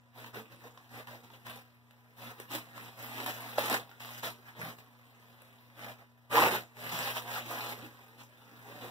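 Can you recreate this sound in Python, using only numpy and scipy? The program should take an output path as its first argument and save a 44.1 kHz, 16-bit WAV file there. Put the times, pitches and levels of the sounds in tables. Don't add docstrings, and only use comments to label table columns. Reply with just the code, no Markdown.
import sys
import numpy as np
from scipy import signal
from scipy.fft import rfft, irfft
from scipy.io import wavfile
from scipy.ndimage import uniform_filter1d

SR = 44100
rng = np.random.default_rng(int(sys.argv[2]) if len(sys.argv) > 2 else 0)


def put_to_file(sound):
    columns = np.atleast_2d(sound).T
    safe = np.clip(columns, -1, 1)
    whole_steps = np.round(safe * 32767)
    wavfile.write(sys.argv[1], SR, whole_steps.astype(np.int16))


N = 392490
TIME = np.arange(N) / SR
FREQS = np.arange(N // 2 + 1) * SR / N


def undb(db):
    return 10 ** (np.asarray(db) / 20)


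def unit(x):
    return x / np.sqrt(np.mean(x ** 2))


def gain_at(hz, points):
    f, db = np.transpose(points)
    return undb(np.interp(np.log(hz + 1), np.log(f), db))


def band(x, lo_hz, hi_hz, order=2):
    sos = signal.butter(order, [lo_hz, min(hi_hz, SR / 2 - 1)], "band", fs=SR, output="sos")
    return signal.sosfilt(sos, x)


def add(out, s, sound):
    start = max(round(s * SR), 0)
    out[..., start:start + sound.shape[-1]] += sound[..., :N - start]


def room(x, t60_s, wet_db, early_s, early_db):
    t = np.arange(SR // 5) / SR
    scatter, tail = rng.standard_normal((2, 2, len(t)))
    response = undb(early_db) * scatter * np.exp(-t / early_s) / np.sqrt(early_s * SR / 2)
    tail = tail * undb(-60 * t / t60_s) * (1 - np.exp(-t / 0.0041))
    response += undb(wet_db) * unit(tail) / np.sqrt(len(t))
    response[:, 0] += 1
    response /= np.sqrt(np.sum(response ** 2) / 2)
    return signal.fftconvolve(np.atleast_2d(x), response, axes=1)


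# start t/s, rise t/s, hold t/s, effort level/dB,
# crispness (treble re effort) level/dB, body (low mids re effort) level/dB; levels before mixing trims
PULLS = [(0.118, 0.086, 0.076, -54.5, -5.5, -8), (0.323, 0.03, .042, -50, -5.5, -4.5),
         (0.49, .036, 0.012, -58.5, -6.5, -2), (0.563, 0.099, 0.013, -57.5, -5, -5),
         (0.879, .09, 0.037, -51, -6, -8), (1.06, 0.022, .075, -53.5, -7, -14),
         (1.225, .02, 0.00498, -59.5, -4.5, -5), (1.282, .065, .012, -62, -3, -5.5),
         (1.441, .028, .045, -50.5, -5.5, -13), (1.52, .04, 0.021, -56, -3, -8),
         (2.142, 0.093, 0.074, -52.5, -3, -7), (2.354, 0.045, .025, -56.5, -5, -8),
         (2.474, 0.084, .003, -43, -1, -7), (2.718, 0.054, 0.109, -54, -4.5, -9),
         (2.95, 0.067, 0.1425, -50, -3.5, -12), (3.11, 0.086, 0.046, -46, -3.5, -9),
         (3.25, .02, .034, -42.5, -1.5, -13), (3.311, 0.0448, 0.213, -51, -2.5, -11.5),
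         (3.571, 0.011, 0.099, -39.5, -3.5, -11.5), (3.68, 0.03713, 0.0312, -35.5, -5.5, -8),
         (3.99, 0.019, 0.1864, -54.5, .5, -18), (4.218, .026, 0.029, -41, -2.5, -11),
         (4.441, 0.0442, .008, -57.5, -4, -19), (4.535, .09, 0.0763, -49, -4.5, -6.5),
         (4.772, 0.02, 0.0035, -58.5, -3, -16), (5.72, .13, .06, -50, -6.5, -9),
         (5.959, 0.0379, 0.024, -61.5, -8.5, -5), (6.288, 0.085, .098, -30, -6, -8),
         (6.497, 0.021, .042, -35.5, -6, -8), (6.725, 0.1515, 0.022, -46.5, -2.5, -9),
         (6.885, .055, 0.17, -41.5, -1.6, -15), (7.13, 0.0427, 0.0033, -40.5, -2, -18),
         (7.221, 0.14, 0.02403, -41.5, -4, -19), (7.395, .15, .18, -45, -3.5, -9.5),
         (7.756, 0.02703, 0.0783, -53.5, -7, -4.5), (8.166, 0.0412, 0.0079, -57, -0.5, -11.5),
         (8.599, .1, 0.0977, -57.5, -6, -3.5), (8.778, 0.073, 0.013, -49.5, -7, -4)]
# t/s, effort level/dB
GRIP_EFFORT = [(0, -76), (.6, -66), (1.6, -66.5), (1.8, -74), (2.1, -71), (2.7, -61), (3.5, -61),
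               (3.9, -65), (4.5, -65), (4.95, -68.5), (5.3, -65), (5.7, -67.5), (6.13, -74.5), (6.72, -68),
               (7.3, -52.5), (8.02, -63), (8.3, -67), (8.9, -54.5)]


def handling():
    grip_crisp_db, grip_body_db = -4.5, -7
    settle_db_per_s = 277
    grip = undb(np.interp(TIME, *np.transpose(GRIP_EFFORT)))
    power = np.outer(undb([0, grip_crisp_db, grip_body_db]), grip) ** 2
    t = np.arange(SR) / SR
    for s, rise_s, hold_s, db, crisp_db, body_db in PULLS:
        tighten = np.sin(np.pi / 2 * np.minimum(t / rise_s, 1)) ** 2
        settle_s = np.maximum(t - rise_s - hold_s, 0)
        stroke = tighten * undb(db - settle_db_per_s * settle_s)
        add(power, s, np.outer(undb([0, crisp_db, body_db]), stroke) ** 2)
    effort_db, treble_db, low_db = 10 * np.log10(power)
    return effort_db, treble_db - effort_db, low_db - effort_db


# f/Hz, relative level/dB (per Hz)
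FILM_COLOUR = [(40, -42), (90, -23), (170, -10), (270, -3), (380, -5.5), (520, 0.5), (900, 4), (1250, -2.5),
               (1900, -5.5), (3000, -7), (4500, -16.5), (8000, -22), (11000, -21.5), (15500, -13.5)]


def buckles(effort_db, per_s, growth, spread_db, colour_db, even_s):
    rate = per_s * undb(growth * (effort_db - np.mean(effort_db)))
    at = np.flatnonzero(rng.random(N) < rate / SR)
    size = undb(spread_db * np.minimum(rng.exponential(size=len(at)), 5))
    lagged = np.clip(at + rng.integers(-14, 15, len(at)), 0, N - 1)
    work = uniform_filter1d(np.bincount(at, size ** 2, N), int(even_s * SR))
    size = size / np.sqrt(work[at])
    out = np.zeros((2, N))
    for hz in np.geomspace(62, 14000, 16):
        colour = undb(colour_db * rng.standard_normal(len(at)))
        push = size * colour * rng.choice([-1, 1], len(at))
        clicks = np.array([np.bincount(at, push, N), np.bincount(lagged, push, N)])
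        slice_of_sound = unit(band(clicks + 1e-18, hz / 1.2, hz * 1.2))
        out += gain_at(hz, FILM_COLOUR) * np.sqrt(hz) * slice_of_sound
    return out


def crinkle(effort_db, crisp_db, body_db):
    clicks = buckles(effort_db, per_s=1000, growth=0.1, spread_db=3.5, colour_db=4, even_s=0.03)
    swarm, step = np.zeros((2, N)), SR // 10
    for i in range(0, N, step):
        piece = room(clicks[:, i:i + step], t60_s=0.17, wet_db=5.5, early_s=0.0076, early_db=2.0)
        add(swarm, i / SR, piece)
    spectrum = rfft(band(swarm, 63, SR / 2))
    low = 1 / (1 + (FREQS / 500) ** 8)
    high = 1 - 1 / (1 + (FREQS / 2500) ** 8)
    body = unit(irfft(spectrum * low, N))
    middle = unit(irfft(spectrum * (1 - low - high), N))
    crisp = unit(irfft(spectrum * high, N))
    mix = undb(body_db + 4.0) * body + undb(1.5) * middle + undb(crisp_db + 3.5) * crisp
    return undb(effort_db) * mix


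def snap(hz, treble_db, ring_s, crack_s, crack_db, skin_db):
    t = np.arange(SR // 20) / SR
    ring = band(np.cos(2 * np.pi * hz * t) * np.exp(-t / ring_s), 250, 3500, order=3)
    burst = rng.standard_normal((2, len(t))) * np.exp(-t / crack_s)
    skin = band(burst, 330, 3940)
    crack = band(burst, 3300, SR / 2, order=1)
    return ring + undb(skin_db) * skin + undb(treble_db + crack_db) * crack


# t/s, relative level/dB, ring f/Hz, relative treble level/dB
CREASE_SNAPS = [(0.244, -35.5, 989, -19), (0.345, -36, 1040, -17), (0.37, -36, 466, -24),
                (0.775, -39.5, 1050, -25), (1.072, -34.5, 999.3, -8), (1.302, -42, 912, -18),
                (1.467, -34, 1030, -4.5), (1.909, -46, 570.9, -5), (2.4, -32, 430.8, -1),
                (2.511, -38, 1060, -0.5), (2.551, -25, 663.7, 0), (2.779, -35, 1059, -5),
                (3.202, -26, 950, -17), (3.262, -24.5, 1049, -1.5), (3.658, -26, 950, 0),
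                (3.698, -27.5, 821, 6.5), (3.727, -19.5, 494, -2.5), (3.742, -19, 497, -0.5),
                (3.893, -41.5, 810, -26), (3.914, -40, 1426, -27), (4.004, -37, 927.5, -18),
                (4.048, -35.5, 1210, -21), (4.09, -36, 1088, -19.5), (4.233, -29, 889.6, -10),
                (4.786, -41, 810.8, -11), (5.226, -53, 953, -19), (5.419, -45.5, 599, -1),
                (6.514, -23.5, 547.5, -8), (6.769, -42, 832, -16), (7.008, -29, 1000, -16),
                (7.075, -25.5, 851.4, -24), (7.357, -25, 1410, -18), (7.506, -28.5, 505, -5)]


def snaps():
    out = np.zeros((2, N))
    for s, db, hz, treble_db in CREASE_SNAPS:
        sound = snap(hz, treble_db, ring_s=0.0037, crack_s=0.0022, crack_db=5.5, skin_db=8)
        placed = room(sound, t60_s=0.2, wet_db=-3, early_s=0.005, early_db=-6)
        add(out, s, undb(db - 6) * placed)
    return out


# t/s, relative level/dB, ring f/Hz, ring decay t/s
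FOLD_POPS = [(3.5829, -14, 596.6, .0042), (3.7006, -26, 725.8, 0.0023), (7.1682, -22, 979.6, 0.00066)]


def pops():
    out = np.zeros((2, N))
    for s, db, hz, ring_s in FOLD_POPS:
        sound = snap(hz, -17, ring_s, crack_s=0.016, crack_db=-2, skin_db=-10)
        placed = room(sound, t60_s=0.095, wet_db=-6.5, early_s=0.004, early_db=-26)
        add(out, s, undb(db) * placed)
    return out


# t/s, relative level/dB
TAPE_JERKS = [(6.356, -14), (6.363, -13.5), (6.371, -10.5), (6.376, -10), (6.381, -8), (6.389, -10.5),
              (6.408, -30), (6.422, -15), (6.425, -14), (6.433, -11), (6.438, -11), (6.454, -29),
              (6.463, -14)]


def rip():
    out = np.zeros((2, N))
    pitch_chances = rng.standard_normal(len(TAPE_JERKS))
    for (s, db), chance in zip(TAPE_JERKS, pitch_chances):
        hz = 880 * np.exp(0.14 * chance)
        sound = snap(hz, -14, ring_s=0.0023, crack_s=0.0021, crack_db=0, skin_db=-1)
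        placed = room(sound, t60_s=0.34, wet_db=-4.5, early_s=0.0017, early_db=-13)
        add(out, s, undb(db - 3.5) * placed)
    return out


# t/s, relative level/dB, f/Hz
BUNDLE_THUDS = [(0.37, -35.5, 442), (0.377, -42, 220.4), (0.651, -45, 472), (2.55, -35, 304.9),
                (4.589, -41.5, 168), (4.631, -34.5, 161), (6.429, -21.5, 504), (6.929, -34.5, 169.8),
                (6.992, -39, 157.6), (7.826, -39.5, 260.2), (7.84, -44, 310)]


def thuds(rise_s, fade_s):
    out, t = np.zeros((2, N)), np.arange(SR // 4) / SR
    for s, db, hz in BUNDLE_THUDS:
        boom = np.sin(2 * np.pi * hz * t) * (1 - np.exp(-t / rise_s)) * np.exp(-t / fade_s)
        placed = room(band(boom, 154, 2000), t60_s=0.23, wet_db=-5, early_s=0.0028, early_db=-12)
        add(out, s, undb(db) * placed)
    return out


# f/Hz, gain on the side signal (half the left-right difference) level/dB
PORT_DIFFERENCE = [(100, -8), (700, -10), (1100, -6.5), (1650, 7), (2400, 3), (3200, -0.5), (15000, .5)]


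def ports(x):
    mid = (x[0] + x[1]) / 2
    side = irfft(rfft((x[0] - x[1]) / 2) * gain_at(FREQS, PORT_DIFFERENCE), N)
    return np.array([mid + side, mid - side])


# f/Hz, relative level/dB, left phase lead/rad (before cross-feed)
MOTOR_HUM = [(119.9, 1, -0.48), (238, -2.5, 0.95), (990, -13, -0.52)]
# f/Hz, relative level/dB (per Hz)
AIR_COLOUR = [(30, -35), (90, 6), (300, -10), (950, -2), (2000, -12), (5000, -21.5), (15000, -38)]


def background(effort_db):
    swell_db = np.interp(effort_db, [-81, -63.5, -53.0, -29], [-69, -66.5, -58.0, -53.0])
    swell = uniform_filter1d(undb(swell_db), int(0.0083 * SR))
    sides = np.array([[1], [-1]]) / 2
    hum = 0
    for hz, db, lead in MOTOR_HUM:
        waver = unit(band(rng.standard_normal(N), 2.4, 7.9, order=1))
        phase = 2 * np.pi * (hz * TIME + rng.random()) + lead * sides
        hum = hum + undb(db + 1.27 * waver) * np.sin(phase)
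    noise = rng.standard_normal((2, N))
    air = unit(irfft(rfft(noise) * gain_at(FREQS, AIR_COLOUR), N))
    return np.sqrt(2) * swell * hum + undb(-73.0) * ports(air)


def scene():
    effort_db, crisp_db, body_db = handling()
    wrap = crinkle(effort_db, crisp_db, body_db) + snaps() + pops() + rip()
    wrap = wrap + thuds(rise_s=0.00043, fade_s=0.016)
    return ports(wrap) + background(effort_db)


# f/Hz, level/dB (capped at 0 dB)
CROSSFEED_SHARE = [(400, -30), (1100, -4), (2200, -.5), (4500, -1.3), (7000, -1.3), (8900, -3.5),
                   (10500, -13), (15000, -18)]
# f/Hz, left minus right level/dB
PORT_BALANCE = [(80, 10.5), (200, -3), (1500, -1), (2800, 0), (4500, 1.5), (9500, 1.5), (13000, 1),
                (15500, -3.5)]


def record(dry):
    null_hz, top_hz = 2235, 15600
    sign = np.array([[1], [-1]])
    left, right = rfft(dry)
    share = np.minimum(gain_at(FREQS, CROSSFEED_SHARE), 1)
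    delay = sign * np.exp(-2j * np.pi * FREQS / null_hz)
    feedback = share * 0.4
    comb = (1 - share * delay) / (1 - feedback * delay)
    comb = comb / np.sqrt(1 + (share - feedback) ** 2 / (1 - feedback ** 2))
    mid, side = comb * (left + sign * right) / 2
    balance = gain_at(FREQS, PORT_BALANCE) ** (sign / 2)
    wide = irfft((mid + sign * side) * balance, N)
    return signal.sosfilt(signal.ellip(10, 0.2, 70, top_hz, fs=SR, output="sos"), wide)


dry = scene()
out = record(dry)
put_to_file(out)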